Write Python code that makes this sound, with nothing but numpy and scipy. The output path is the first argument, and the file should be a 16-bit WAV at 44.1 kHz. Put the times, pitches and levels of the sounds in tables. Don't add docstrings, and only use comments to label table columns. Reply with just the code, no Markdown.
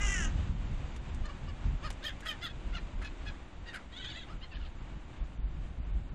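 import sys
import numpy as np
from scipy import signal
from scipy.io import wavfile
from scipy.ndimage import uniform_filter1d

SR = 44100
rng = np.random.default_rng(int(sys.argv[2]) if len(sys.argv) > 2 else 0)


def rack_gain(trim_db):
    fader = np.asarray(trim_db, float)
    return 10 ** (fader / 20)


def transcribe(u):
    v = np.clip(np.atleast_2d(u).T, -1, 1)
    q = np.round(v * 32767).astype(np.int16)
    wavfile.write(sys.argv[1], SR, q)


N = 270774


def rms_one(x):
    return x / np.sqrt(np.mean(x ** 2) + 1e-20)


def in_time(rows, t):
    s, *columns = np.transpose(rows)
    return [np.interp(t, s, c) for c in columns]


def wander(rate_hz, size, count=1):
    r = np.exp(-2 * np.pi * rate_hz / SR)
    white = rng.standard_normal((count, size + 3000))
    slow = signal.lfilter([1], [1, -2 * r, r * r], white)[:, 3000:]
    return np.squeeze(rms_one(slow))


def band(x, low_hz, high_hz, order=2):
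    return signal.sosfilt(signal.butter(order, [low_hz, high_hz], "band", fs=SR, output="sos"), x)


def resonance(x, hz, width_hz):
    block = 128
    r, hz = np.exp(-np.pi * width_hz / SR), np.broadcast_to(hz, x.shape)
    out, state = np.zeros(len(x)), np.zeros((2, 2))
    for i in range(0, len(x), block):
        turn = -2 * r * np.cos(2 * np.pi * hz[i] / SR)
        stage = [(1 - r * r) / 2, 0, (r * r - 1) / 2, 1, turn, r * r]
        out[i:i + block], state = signal.sosfilt([stage, stage], x[i:i + block], zi=state)
    return out


def voice(rows, throat, widths_hz, flutter, flutter_hz, tracking, valley_hz, top_hz,
          airy, chest_db, chest_hz, uneven_db):
    first, last = max(0, round(rows[0][0] * SR) - 200), round(rows[-1][0] * SR) + 200
    t = np.arange(first, last) / SR
    size = len(t)
    pitch_hz, level_db, opening_db, rasp_db = in_time(rows, t)
    low_hz, middle_hz, high_hz, middle_db, high_db, hoarse = throat
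    hoarse = np.clip(hoarse + 0.024 * (level_db.max() - level_db), 0, .95)

    throb_hz = np.linspace(*flutter_hz, size) * (1 + .03 * wander(30, size))
    slip = (.27 + np.cumsum(throb_hz) / SR) % 1
    throb = rms_one(1 - np.clip(flutter, 0, .97) * slip ** 5.8)

    wobble = .05 * hoarse * wander(250, size) + .008 * wander(60, size)
    phase = 2 * np.pi * np.cumsum(pitch_hz * (1 + wobble)) / SR
    orders = np.arange(1, 31)[:, None]
    uneven = rack_gain(uneven_db * wander(40, size, count=30))
    partials = uneven * np.cos(orders * phase) * (orders * pitch_hz < 12000)
    pulses = rms_one(np.sum(partials, axis=0))
    pulses *= rack_gain(6 * hoarse * wander(300, size))
    breath = rms_one(rng.standard_normal(size) * (4.9 + np.cos(phase - 1)) ** 2)
    source = np.sqrt(1 - hoarse ** 2) * pulses + hoarse * breath

    low_hz = low_hz * (pitch_hz / pitch_hz.mean()) ** tracking
    low = rms_one(resonance(source, low_hz, widths_hz[0]))
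    middle = rack_gain(middle_db) * rms_one(resonance(source, middle_hz, widths_hz[1]))
    half_hz = widths_hz[2] / 2
    high = rack_gain(high_db) * rms_one(band(source + airy * breath, high_hz - half_hz, high_hz + half_hz))
    upper = signal.lfilter(*signal.iirnotch(valley_hz, 4.0, fs=SR), high - middle)
    chest = rack_gain(chest_db) * rms_one(band(source, chest_hz, chest_hz + 700, order=3))
    sound = low + chest + rack_gain(opening_db) * upper * throb ** .7

    even = np.sqrt(uniform_filter1d(sound ** 2, size=900, mode="reflect") + 1e-9)
    rasp = rack_gain(rasp_db) * rms_one(band(band(breath, 6400, 22000, order=4), 5000, top_hz))
    edges = np.minimum(1, np.minimum(t - t[0] + (first == 0), t[-1] - t) * SR / 400)
    out = np.zeros(N)
    out[first:last] = (sound / even * rack_gain(level_db) + rasp * throb) * throb ** .7 * edges
    return out


# scoop before the top and sag after it [share of pitch per s],
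# place of peak effort [0-1], fade at the ends [dB]
LEVEL, ARCHED, WARBLED = (3, 1.9, .42, 22), (6.5, 7.5, 0.46, 20), (5, 5, .55, 10)


def arch(note, manner, bill):
    round_s, loud_db = .01, -39.5
    top_s, rise_s, fall_s, top_hz, level_db = note
    scoop, sag, peak, fade_db = manner
    opening_db, rasp_db, _ = bill
    share = np.linspace(0, 1, 21)
    lag = share * (rise_s + fall_s) - rise_s
    pitch_hz = top_hz * np.exp(-np.where(lag < 0, scoop, sag) * (np.hypot(lag, round_s) - round_s))
    away = np.where(share < peak, 1 - share / peak, (share - peak) / (1 - peak))
    effort_db = level_db - loud_db - fade_db * away ** 2.17
    return np.transpose([top_s + lag, pitch_hz, loud_db + effort_db, opening_db + 0.23 * effort_db,
                         loud_db + rasp_db + 1.7 * effort_db])


def call(notes, manner, bill, throat):
    out = np.zeros(N)
    for note in notes:
        out += voice(arch(note, manner, bill), throat, (800, 950, 1600), flutter=0.38, flutter_hz=(80, 70),
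                     tracking=0.073, valley_hz=5640, top_hz=bill[2], airy=.2, chest_db=-13, chest_hz=490,
                     uneven_db=4.5)
    return out


# t/s, pitch f/Hz, level/dB, bill opening/dB
LONG_CRY = [
    (0.0, 389.4, -43, -18),
    (0.013, 401, -39, -4),
    (0.032, 413.6, -38.5, -5.5),
    (0.079, 396.7, -38.5, 1),
    (0.13, 390, -36.5, -2.5),
    (0.242, 322.7, -40, 3),
    (0.262, 311.2, -41, 2),
    (0.299, 299.8, -61, 0),
]


def long_cry():
    rows = [(*row, row[2] - 62) for row in LONG_CRY]
    # low, middle, high f/Hz, middle, high level/dB, hoarseness 0 clear to 1 all breath
    throat = (1853, 2830, 6440, -3.5, -1.5, .22)
    return voice(rows, throat, (330, 530, 1700), flutter=.82, flutter_hz=(60, 40.3), tracking=0.91,
                 valley_hz=4300, top_hz=9300, airy=.6, chest_db=-3, chest_hz=1280, uneven_db=1.2)


# t/s, level/dB
SURF = [
    (0.0, -46.5),
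    (0.1, -47),
    (0.26, -50),
    (0.63, -51.5),
    (3.98, -54.5),
    (4.05, -54),
    (6.14, -57),
]
# f/Hz, level/dB per Hz
SURF_COLOUR = [(88, -30), (150, -9), (314, -5), (402, -16), (532, -12.5), (581, -11), (635, -15),
               (730, -11.5), (798, -13), (1580, -18.5), (3090, -21.5), (5520, -38), (6940, -32.5),
               (10000, -102.5), (13100, -84), (22000, -120)]


def sea():
    surf_db, = in_time(SURF, np.arange(N) / SR)
    wash_db, spray_db = .9 * surf_db, 1.5 * surf_db
    white, out = rng.standard_normal((2, N)), np.zeros(N)
    edges = 150 * 2 ** np.arange(0, 6.4, 1 / 3)
    colour_hz, colour_db = np.transpose(SURF_COLOUR)
    swell = wander(5.0, size=N)
    for k, (low, high) in enumerate(zip(edges, edges[1:])):
        hz = np.sqrt(low * high)
        share = np.clip(np.log(hz / 500) / np.log(12), 0, 1)
        motion_db = (1 - share) * (wash_db - wash_db.mean()) + share * (spray_db - spray_db.mean())
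        gain_db = np.interp(np.log(hz), np.log(colour_hz), colour_db) + motion_db + 1.2 * swell
        out += rack_gain(gain_db) * band(white[k % 2], low, high)
    return rack_gain(-52.5) * rms_one(out)


def gusting(onset_s, levels_db, t60_s):
    t = np.arange(0, N + 64, 64) / SR
    lag = t - onset_s[:, None]
    rise = np.sin(np.pi / 2 * np.clip(lag / 0.029, 0, 1))
    swell = rise * rack_gain(levels_db[:, None] - 60 * np.abs(lag) / t60_s)
    return np.interp(np.arange(N) / SR, t, np.linalg.norm(swell, axis=0))


# t/s, level/dB
BREEZE = [
    (0.0, -41),
    (0.48, -39.5),
    (2.34, -51.5),
    (3.13, -45),
    (3.33, -51),
    (3.91, -53),
    (5.97, -46),
    (6.14, -45.5),
]
# t/s, thump peak level/dB, rumble level/dB
GUST_HITS = [(0.009, -21, -39), (0.383, -31, -28.5), (0.479, -32, -29), (0.599, -34, -32),
             (0.789, -37, -34.5), (1.029, -34, -49), (1.129, -31.5, -32), (1.412, -39, -33),
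             (1.644, -29, -30.5), (1.719, -33, -47), (1.829, -34, -36.5), (2.489, -39.5, -46),
             (2.639, -29, -43.5), (2.739, -33.5, -53), (2.929, -23.5, -38), (3.019, -33, -46),
             (3.189, -28, -45), (3.58, -40, -55), (4.11, -40.5, -55), (4.323, -32.5, -41),
             (4.536, -29.5, -53), (4.609, -32, -49), (4.749, -44, -39.5), (4.902, -34, -41),
             (5.187, -28.5, -36), (5.344, -31.5, -40), (5.429, -28.5, -50), (5.518, -28.5, -35),
             (5.763, -26, -37), (5.879, -27, -46)]


def wind():
    breeze_db, = in_time(BREEZE, np.arange(N) / SR)
    onset_s, thump_db, rumble_db = np.transpose(GUST_HITS)
    white = rng.standard_normal((2, N + 20000))
    lumps = wander(9.3, size=N)
    thump = rms_one(band(white[0], 21.45, 53.9, order=3)[-N:] * rack_gain(2.0 * lumps))
    rumble = rms_one(band(band(white[1], 30, 73.3, order=1), 50, 217)[-N:] * rack_gain(2.8 * lumps))
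    thump *= np.hypot(rack_gain(breeze_db + 2.5), gusting(onset_s, thump_db - 5.5, t60_s=0.86))
    rumble *= np.hypot(rack_gain(breeze_db + 0.4), gusting(onset_s, rumble_db - 3, t60_s=0.45))
    return thump + rumble


# t/s, peak level/dB, dull knock against bright part level/dB
TICK_HITS = [
    (0.962, -51, 10),
    (1.1458, -50, 2),
    (1.9032, -46, 13.5),
    (1.9263, -49, -4),
    (2.2056, -48, 6),
    (1.256, -48.5, -2),
]


def ticks():
    out, lag = np.zeros(N), np.arange(900) / SR
    for s, peak_db, dull_db in TICK_HITS:
        puff = rng.standard_normal(len(lag)) * rack_gain(-60 * lag / 0.06) * np.minimum(1, lag / 0.00013)
        bright, dull = band(puff, 4100, 7600), band(puff, 480, 4030)
        knock = bright / np.abs(bright).max() + rack_gain(dull_db) * dull / np.abs(dull).max()
        at = round(s * SR)
        out[at:at + len(lag)] += rack_gain(peak_db) * knock
    return out


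# top t/s, rise t/s, fall t/s, top f/Hz, level/dB
MEW_NOTES = [
    (1.255, 0.026, 0.046, 606, -49.5),
    (1.303, 0.021, 0.021, 571, -48),
    (1.492, 0.026, .035, 573, -50.5),
]
DEEP_YELP_NOTES = [
    (1.857, .038, 0.04, 623, -42),
    (4.33, .065, .025, 696, -53),
]


def deep_bird():
    bill, throat = (0, -29, 11500), (1150, 3000, 4900, -9.5, -7.5, .2)
    return call(MEW_NOTES, LEVEL, bill, throat) + call(DEEP_YELP_NOTES, ARCHED, bill, throat)


# top t/s, rise t/s, fall t/s, top f/Hz, level/dB
YELP_NOTES = [
    (2.067, .045, .048, 644, -37.5),
    (2.442, 0.034, .055, 713.4, -39),
]
BARK_NOTES = [
    (2.268, .016, .08, 650, -37),
    (2.5, .012, 0.03, 858, -52.5),
]


def near_bird():
    bill, throat = (9, -24, 14000), (1610, 3330, 5600, -7.5, -15, .24)
    return call(YELP_NOTES, ARCHED, bill, throat) + call(BARK_NOTES, LEVEL, bill, throat)


# top t/s, rise t/s, fall t/s, top f/Hz, level/dB
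SQUAWK_NOTES = [
    (2.235, .02, .02, 560, -51),
    (2.262, 0.015, 0.019, 642, -41.5),
    (3.028, 0.017, .014, 677, -46),
    (3.74, .016, 0.047, 799, -42),
]


def hoarse_birds():
    return call(SQUAWK_NOTES, ARCHED, (1.6, -15.5, 9800), (1560, 2900, 4500, -15, -11.5, .7))


# top t/s, rise t/s, fall t/s, top f/Hz, level/dB
FAR_YELP_NOTES = [
    (2.75, .028, .055, 727, -43.5),
]
FAR_BARK_NOTES = [
    (3.05, .025, 0.041, 864, -44.5),
    (3.277, 0.028, .045, 847, -45.5),
    (3.68, 0.028, 0.055, 952, -47),
]


def turned_away_bird():
    bill, throat = (3.2, -16, 6500), (1500, 2530, 3460, -9.5, -5.5, .28)
    return call(FAR_YELP_NOTES, ARCHED, bill, throat) + call(FAR_BARK_NOTES, LEVEL, bill, throat)


# top t/s, rise t/s, fall t/s, top f/Hz, level/dB
CHATTER_NOTES = [
    (3.952, .035, .015, 677, -52),
    (3.985, .03, .01, 751, -46),
    (4.0, 0.021, 0.027, 777, -47.5),
    (4.03, .018, 0.042, 664, -44.5),
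    (4.085, 0.05, 0.028, 870, -46),
    (4.105, 0.023, 0.033, 758, -47),
    (4.182, 0.055, 0.0314, 681, -46),
    (4.215, 0.014, 0.035, 560, -51.5),
]


def warbling_birds():
    return call(CHATTER_NOTES, WARBLED, (1.7, -28, 9000), (1710, 3450, 6770, 7, -11, .28))


# top t/s, rise t/s, fall t/s, top f/Hz, level/dB
MURMUR_NOTES = [
    (4.44, 0.031, 0.027, 1043, -49.5),
    (4.523, 0.017, 0.03, 924, -51.5),
    (4.56, 0.021, 0.023, 608, -50.5),
    (4.615, 0.024, 0.033, 732, -55.5),
    (4.65, 0.021, .04, 642, -55.5),
]


def departing_birds():
    return call(MURMUR_NOTES, ARCHED, (4.7, -41, 9000), (1500, 2900, 4200, 0, -5.5, .48))


def off_the_rocks(calls):
    lag = np.arange(6000) / SR
    rocks = rng.standard_normal(len(lag)) * rack_gain(-60 * lag / 0.15) * (lag > .004)
    echoes = signal.fftconvolve(calls, rocks / np.linalg.norm(rocks))[:N]
    return calls + rack_gain(-8.0) * band(echoes, 620, 4600, order=1)


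def scene():
    yaps = deep_bird() + near_bird() + hoarse_birds() + turned_away_bird()
    gulls = off_the_rocks(long_cry() + yaps + warbling_birds() + departing_birds())
    return np.tile(gulls + sea() + wind() + ticks(), (2, 1))


def starve(x, floor_db, tilt_db, wind_share, call_share, chance_db):
    frame = dict(fs=SR, window="cosine", nperseg=2048, noverlap=1024, scaling="psd")
    padded = np.pad(x, [(0, 0), (0, 2048)], "reflect")
    hz, _, z = signal.stft(padded, boundary="even", **frame)
    power = np.mean(np.abs(z) ** 2, axis=0) + 1e-20
    wind_db, call_db = 10 * np.log10([power[1:8].mean(axis=0), power[50:400].mean(axis=0)])
    luck = uniform_filter1d(rng.standard_normal(len(wind_db)), size=2) * np.sqrt(2)
    limit_db = floor_db + chance_db * luck
    limit_db += wind_share * (wind_db - wind_db.mean()) + call_share * (call_db - np.median(call_db))
    edges = np.r_[170:230:12, 230:800:32]
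    for low, high in zip(edges, edges[1:]):
        own_db = tilt_db * np.log2(hz[low] / 6000) + 2.8 * rng.standard_normal(len(luck))
        z[:, low:high] *= 10 * np.log10(power[low:high].mean(axis=0)) > limit_db + own_db
    return signal.istft(z, **frame)[1][:, :N]


def roll_off(x):
    return signal.sosfilt(signal.butter(12, 15800, fs=SR, output="sos"), x)


def record(dry):
    hiss = rack_gain(-84.5) * rms_one(band(rng.standard_normal(N), 7000, 9770, order=4))
    late = np.roll(dry[0] + hiss, 37)
    residue = rack_gain(-40) * band(late, 340, 1100, order=4) + rack_gain(-24) * band(late, 4100, 15000, order=1)
    heard = dry + hiss + residue * [[1], [-1]]
    thinned = starve(heard, floor_db=-118.5, tilt_db=2.5, wind_share=.45, call_share=0.22, chance_db=3.0)
    return roll_off(thinned - 0.002)


dry = scene()
out = record(dry)
transcribe(out)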